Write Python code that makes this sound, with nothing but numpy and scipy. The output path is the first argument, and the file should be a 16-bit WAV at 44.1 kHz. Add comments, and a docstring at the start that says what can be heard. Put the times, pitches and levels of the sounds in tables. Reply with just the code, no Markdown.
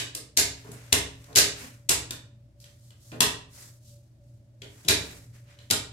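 """A small, hard-walled room: circuit breakers are flipped one after another in a steel wall panel.
Each lever scrapes over its dead point, snaps home with a few ms of chatter and shakes the cabinet;
the room rings on. Between snaps, nails and loose levers tick, the hand bumps the panel, and skin and
sleeve rustle over it. The mains hum faintly over a low rumble."""
import sys
import numpy as np
from scipy import signal
from scipy.fft import rfft, irfft, next_fast_len
from scipy.io import wavfile
from scipy.ndimage import map_coordinates

SR = 44100
rng = np.random.default_rng(int(sys.argv[2]) if len(sys.argv) > 2 else 0)


def output_pcm(signal):
    """Save a mono or channel-first signal as 16-bit PCM at the path in sys.argv[1].

    Samples are clipped to [-1, 1] before scaling.
    """
    pcm = np.clip(np.atleast_2d(signal).T, -1, 1) * 32767
    wavfile.write(sys.argv[1], SR, np.round(pcm).astype(np.int16))


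N = 261072
LEAD = SR // 4   # samples before time zero
TIME = np.arange(-LEAD, N) / SR


# Breaker snaps: (time [s], level [dB], direct gain [dB], body [dB], treble [dB], ring [Hz],
#                 thud [dB], lever travel [s], scrape re snap [dB])
BREAKER_SNAPS = [(-0.068, -11.5, -5, -4.5, 1.5, 3300, -42.5, 0.0034, -22),
                 (0.3719, -9.5, -3, -3, 2.5, 7270, -38, 0.0041, -18.5),
                 (0.9262, -13, 3.5, 1.5, 3.5, 3060, -33, 0.0033, -17.5),
                 (1.358, -6, -6, -3, 3, 5400, -34, 0.0052, -15.5),
                 (1.3850, -12.5, 1.5, -4.5, 1, 6260, -38, 0.0028, -14.5),
                 (1.892, -12, -1, -0.5, 4, 8110, -39.5, 0.0029, -14),
                 (3.2050, -11, 0.5, 3.5, 3.5, 2934, -36, 0.00072, -19),
                 (4.884, -8.5, -3, 1, -0.5, 4300, -31.5, 0.0034, -16),
                 (5.709, -15.5, 2.5, 4, 2.5, 3700, -37.5, 0.0077, -14)]

def breakers(thud_trim_db, thud_room_db):
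    """The lever scrapes, then the spring throws the contacts home and jolts the cabinet."""
    out = np.zeros((3, len(TIME)))
    for s, level_db, direct_db, body_db, treble_db, ring_hz, thud_db, travel_s, scrape_db in BREAKER_SNAPS:
        colour_db = level_db + case_colour(body_db, treble_db, ring_hz, ring_db=3.0, ring_octaves=0.24)
        add(out, s - travel_s, chatter(colour_db + scrape_db, direct_db, hold_s=travel_s, fade_s=0.001))
        add(out, s, chatter(colour_db, direct_db, hold_s=0.0032, fade_s=0.0033))
        thud = from_db(thud_db + thud_trim_db) * cabinet()
        add(out, s, np.array([thud, thud, from_db(thud_room_db) * thud]))
    return out


def chatter(colour_db, direct_db, hold_s, fade_s, shared=0.095, room_ripple=0.65, size=4096):
    """Parts rattle together for a few ms. Rows: left, right, room feed."""
    t = np.arange(size) / SR
    force = (1 - np.exp(-t / 0.00014)) * np.exp(-np.maximum(t - hold_s, 0) / fade_s)
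    strength = np.linalg.norm(force)
    left, other = force * rng.choice([-1, 1], (2, size))
    right = (shared * left + other) / np.hypot(shared, 1)   # the panel scatters differently to each side
    # summed over all directions, part of the spectral ripple evens out
    ripple_db = room_ripple * 20 * np.log10(abs(rfft(left)) / strength + 1e-9)
    room_feed = causal_filter((t == 0) * strength, colour_db + ripple_db)
    aimed_db = colour_db + direct_db
    return np.array([causal_filter(left, aimed_db), causal_filter(right, aimed_db), room_feed])


# Moulded breaker case: (frequency [Hz], gain [dB])
CASE_SPECTRUM = [(25, -24), (70, -1), (200, -6), (400, -4), (800, -8), (1500, -6.5), (2200, -1.5),
                 (3000, 2), (4200, 2.5), (6000, 1.5), (7700, 1.5), (9500, -3.5), (12500, -5),
                 (15500, -21.5)]

def case_colour(body_db, treble_db, ring_hz, ring_db, ring_octaves, size=4096):
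    """One part's spectrum in dB: the case, shelves below 2 kHz and above 6 kHz, and its own resonance."""
    hz = np.arange(size // 2 + 1) * SR / size
    shelves_db = body_db / (1 + (hz / 2000) ** 4) + treble_db * (1 - 1 / (1 + (hz / 6000) ** 4))
    resonance_db = ring_db / (1 + (np.log2((hz + 1) / ring_hz) / ring_octaves) ** 2)
    return at_hz(CASE_SPECTRUM, hz) + shelves_db + resonance_db


# Steel cabinet modes: (frequency [Hz], level [dB], t60 [s])
CABINET_MODES = [(68.7, -6.5, 0.64), (95.5, 1, 0.51), (161.5, -8.5, 0.91), (270.7, -8.5, 0.79),
                 (303.8, -6.5, .5), (395.3, -0.5, 0.28), (408.6, -2, 0.46), (460, -9.5, 0.25),
                 (628, -7, 0.42), (856, -5.5, 0.25), (1060, -10.5, 0.16)]

def cabinet():
    """One blow on the steel box: each mode rings with a random strength and sign."""
    t = np.arange(SR) / SR
    hz, level_db, t60_s = np.array(CABINET_MODES).T[:, :, None]
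    strength = from_db(level_db + 2 * rng.standard_normal(hz.shape)) * rng.choice([-1, 1], hz.shape)
    swell = 1 - np.exp(-t / 0.0043)   # the blow spreads through the sheet
    return swell * np.sum(strength * from_db(-60 * t / t60_s) * np.sin(2 * np.pi * hz * t), axis=0)


# Nail and lever ticks: (time [s], level [dB], direct gain [dB], body [dB], treble [dB], ring [Hz])
LIGHT_TICKS = [(0.1494, -30, 1.5, -4.5, 5.5, 9000), (0.7162, -50, -0.5, 17, 15, 6900),
               (1.2412, -58.5, 8.5, 5.5, 3, 5500), (1.328, -49, 4, 6, -8, 4500),
               (2.1071, -34, 4, 8.5, 7.5, 3490), (2.601, -49.5, -5, -8.5, 7, 4896),
               (2.641, -45, 0.5, -2, -3.5, 3014), (2.9048, -50.5, 1.5, 1.5, -4.5, 2900),
               (3.1167, -38.5, -1.5, 6.5, -16, 2540), (4.6184, -34.5, 1, -5, -12.5, 2997),
               (4.8480, -43, 0, -9.5, -0.5, 3330), (5.5876, -43.5, -2, 0, -13.5, 4200)]

def ticks(full_ping_db, firm_db, ping_db_per_db):
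    """Nails and loose levers tick with a small ping; firm ticks ping most."""
    out = np.zeros((3, len(TIME)))
    for s, level_db, direct_db, body_db, treble_db, ring_hz in LIGHT_TICKS:
        ping_db = full_ping_db - ping_db_per_db * max(firm_db - level_db, 0)
        colour_db = level_db + case_colour(body_db, treble_db, ring_hz, ping_db, ring_octaves=0.11)
        add(out, s, chatter(colour_db, direct_db, hold_s=0.003, fade_s=0.003))
    return out


# Pushes on the panel: (time [s], level [dB], cutoff [Hz], fade [s])
HAND_BUMPS = [(0.154, -51, 493, 0.014), (0.647, -45, 650, 0.0079), (0.69, -42, 211, 0.0045),
              (1.285, -50.5, 620, 0.036), (1.61, -47.5, 224.7, 0.027), (2.111, -61.5, 400, 0.005),
              (3.119, -43.5, 510, 0.026), (4.619, -51, 503, 0.017), (4.847, -48.5, 343, 0.11),
              (5.10, -46, 250, 0.015)]

def bumps(ring_db):
    """The soft hand pushes dully on the panel and the cabinet rings faintly."""
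    out = np.zeros((3, len(TIME)))
    t = np.arange(SR // 2) / SR
    for s, level_db, cutoff_hz, fade_s in HAND_BUMPS:
        band_hz = [60, cutoff_hz]
        push = rms_one(butter(rng.standard_normal(len(t)), 2, band_hz, "band")) * np.exp(-t / fade_s)
        add(out, s, from_db(level_db) * push)
        add(out, s, from_db(level_db + ring_db) * butter(cabinet(), 2, band_hz, "band"))
    return out


# Hand and sleeve slides: (centre time [s], length [s], level [dB], fine hiss gain [dB])
HAND_STROKES = [(0.77, 1, -51, -4.5), (1.26, 0.34, -53.5, -3.5), (1.604, 0.16, -39, -2.5),
                (2.677, 0.27, -61, 0), (2.844, 0.19, -64, 5), (3.071, 0.27, -58, 5.5),
                (3.585, 0.23, -47.5, 4), (3.871, 0.16, -61.5, 9), (4.287, 0.28, -77, 3.5),
                (4.784, 0.45, -54, -0.5), (5.057, 0.42, -46.5, 0), (5.35, 0.12, -54, -4.5),
                (5.495, 0.15, -52.5, -14), (5.623, 0.1, -58, -3)]
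# Friction hiss: (frequency [Hz], relative density [dB])
HISS_SPECTRUM = [(300, -9), (1000, -6), (2000, 0.5), (3500, -2.5), (7500, -4.5), (10000, -9.5),
                 (12500, -10), (15500, -20)]

def rustle(grain_db, firm_db, resting_db, speed_power, body_power):
    """Skin and cloth hiss as each stroke speeds up and slows; a firmer touch gains body."""
    fine_level, body_level = np.zeros((2, len(TIME)))
    for s, length_s, level_db, fine_db in HAND_STROKES:
        during = abs(TIME - s) < length_s / 2
        speed = np.cos(np.pi * (TIME[during] - s) / length_s)
        friction = from_db(level_db) * speed ** speed_power
        fine_level[during] += friction * from_db(fine_db)
        body_level[during] += friction * np.minimum(friction / from_db(firm_db), 1) ** body_power
    hiss = diffuse_noise(HISS_SPECTRUM)
    fine_level = linger(fine_level) + from_db(resting_db)   # the sleeve is never quite still
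    fine = fine_level * butter(hiss, 2, 4200, "high")
    body = linger(body_level) * butter(hiss, 1, 4500, "low")
    return from_db(grain_db * drift(rate_hz=130)) * (fine + body)


def linger(level, fade_s=0.03):
    """A stroke's energy dies away in the room instead of stopping dead."""
    keep = np.exp(-1 / (fade_s * SR))
    return np.sqrt(signal.lfilter([1 - keep], [1, -keep], level ** 2 + 1e-18))


def direct_path(left, right, lag_s, shadow_db, split_hz=1200):
    """The panel is to the left: the right side gets the same bass, later, with shaded, scattered treble."""
    shaded = butter(left, 1, split_hz, "low") + from_db(shadow_db) * butter(right, 1, split_hz, "high")
    delayed = map_coordinates(shaded, [np.arange(len(left)) - lag_s * SR], order=3)
    return np.array([left, delayed])


# Room decay: (frequency [Hz], t60 [s])
ECHO_DECAY = [(60, 0.94), (160, 0.36), (420, 0.46), (1100, 0.42), (2900, 0.4), (7700, 0.32), (14000, 0.2)]
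# Room response: (frequency [Hz], gain [dB])
ECHO_GAIN = [(100, 6.2), (500, 9), (1500, 8.65), (4000, 2), (12000, 1.2)]

def room(feed, first_echo_s, build_s):
    """Reflections off the hard walls build up, then die away in half-octave bands, treble first."""
    t = np.maximum(np.arange(SR) / SR - first_echo_s, 0)
    edges_hz = 22 * 2 ** np.arange(0, 9.6, 0.5)
    response = 0
    for low, high in zip(edges_hz, edges_hz[1:]):
        hz, share = np.sqrt(low * high), 2 * (high - low) / SR
        mid, side = butter(rng.standard_normal((2, len(t) + LEAD)), 2, [low, high], "band")[:, LEAD:]
        envelope = (1 - np.exp(-t / build_s)) * from_db(-60 * t / at_hz(ECHO_DECAY, hz))
        tail = rms_one(spread(mid, side, hz) * envelope)
        response = response + from_db(at_hz(ECHO_GAIN, hz)) * np.sqrt(share / len(t)) * tail
    return signal.fftconvolve(feed[None], response, axes=1)[:, :len(feed)]


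# Mains tones: (frequency [Hz], rms level [dB])
HUM_TONES = [(59.6, -69), (119.3, -54.5), (215.3, -76), (576.5, -75), (629.8, -91)]

def hum(waver_db, sway_rad):
    """Mains tones waver in level and phase."""
    out = np.zeros(len(TIME))
    for hz, level_db in HUM_TONES:
        amplitude = np.sqrt(2) * from_db(level_db + waver_db * drift(rate_hz=8.3))
        out += amplitude * np.sin(2 * np.pi * hz * TIME + sway_rad * drift(rate_hz=1.4))
    return out


# Background rumble: (frequency [Hz], relative density [dB])
RUMBLE_SPECTRUM = [(25, -22.5), (45, -20), (64, -17.5), (98, -3.5), (121, -7), (146, -12.5), (181, -21.5),
                   (318, -22), (480, -39), (580, -21), (700, -35), (1000, -42), (5000, -49.5),
                   (15000, -61.5)]

def rumble(level_db):
    """Steady low noise from all around."""
    return from_db(level_db) * diffuse_noise(RUMBLE_SPECTRUM)


def diffuse_noise(spectrum):
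    """Steady stereo noise of a given spectrum, rms 1."""
    size = next_fast_len(len(TIME))
    hz = np.arange(size // 2 + 1) * SR / size
    mid, side = rfft(rng.standard_normal((2, size))) * from_db(at_hz(spectrum, hz))
    return rms_one(irfft(spread(mid, side, hz), size)[:, :len(TIME)])


# Diffuse field: (frequency [Hz], left-right correlation [0..1])
CORRELATION = [(60, 1), (250, 0.89), (500, 0.59), (1000, 0), (2000, 0.038), (12000, 0)]

def spread(mid, side, hz):
    """Diffuse sound is alike on both sides in the bass, independent in the treble."""
    alike = np.clip(at_hz(CORRELATION, hz), -0.99, 0.99)
    return np.sqrt(1 + alike) * mid + np.sqrt(1 - alike) * side * [[1], [-1]]


def drift(rate_hz):
    """Smooth random curve with a spread of about 1."""
    return map_coordinates(rng.standard_normal(4096), [(TIME - TIME[0]) * rate_hz], order=3, mode="wrap")


def causal_filter(x, gain_db):
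    """Minimum-phase filter, one gain per rfft bin."""
    cepstrum = irfft(np.log(from_db(gain_db)))
    fold = 1 + np.sign(len(x) / 2 - np.arange(len(x)))
    fold[0] = 1
    return irfft(rfft(x) * np.exp(rfft(cepstrum * fold)))


def butter(x, order, hz, kind):
    """Low-, high- or band-pass filter."""
    return signal.sosfilt(signal.butter(order, hz, kind, fs=SR, output="sos"), x)


def from_db(db):
    """Decibels to gain."""
    return 10 ** (np.asarray(db) / 20)


def rms_one(x):
    """Scale to rms 1."""
    return x / np.sqrt(np.mean(x ** 2) + 1e-20)


def at_hz(table, hz):
    """Read a table on a log-frequency axis."""
    table_hz, values = np.array(table).T
    return np.interp(np.log(hz + 1), np.log(table_hz), values)


def add(track, s, sound):
    """Mix a sound into a track at time s."""
    start = max(0, round(s * SR) + LEAD)
    track[..., start:start + sound.shape[-1]] += sound[..., :len(TIME) - start]


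def scene():
    """The panel, its echoes and the rustling hand over hum and rumble."""
    panel = breakers(thud_trim_db=-1.5, thud_room_db=-16)
    panel += ticks(full_ping_db=8.5, firm_db=-33, ping_db_per_db=0.17)
    panel += bumps(ring_db=-14.5)
    left, right, room_feed = panel
    balance = from_db([[-0.6], [0.6]])   # the room opens to the right
    echoes = balance * room(room_feed, first_echo_s=0.005, build_s=0.0046)
    direct = from_db(1.36) * direct_path(left, right, lag_s=0.00025, shadow_db=-3.0)
    background = hum(waver_db=4.5, sway_rad=0.44) + rumble(level_db=-57.5)
    sliding = rustle(grain_db=1.1, firm_db=-48.5, resting_db=-79.5, speed_power=1.8, body_power=0.25)
    return (direct + echoes + sliding + background)[:, LEAD:]


def record(dry):
    """The highest peaks are rounded and the top is cut steeply."""
    ceiling, cutoff_hz = 0.85, 15800
    rounded = dry / (1 + (dry / ceiling) ** 4) ** 0.25
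    return signal.sosfilt(signal.cheby1(14, 0.2, cutoff_hz, fs=SR, output="sos"), rounded)


dry = scene()
out = record(dry)
output_pcm(out)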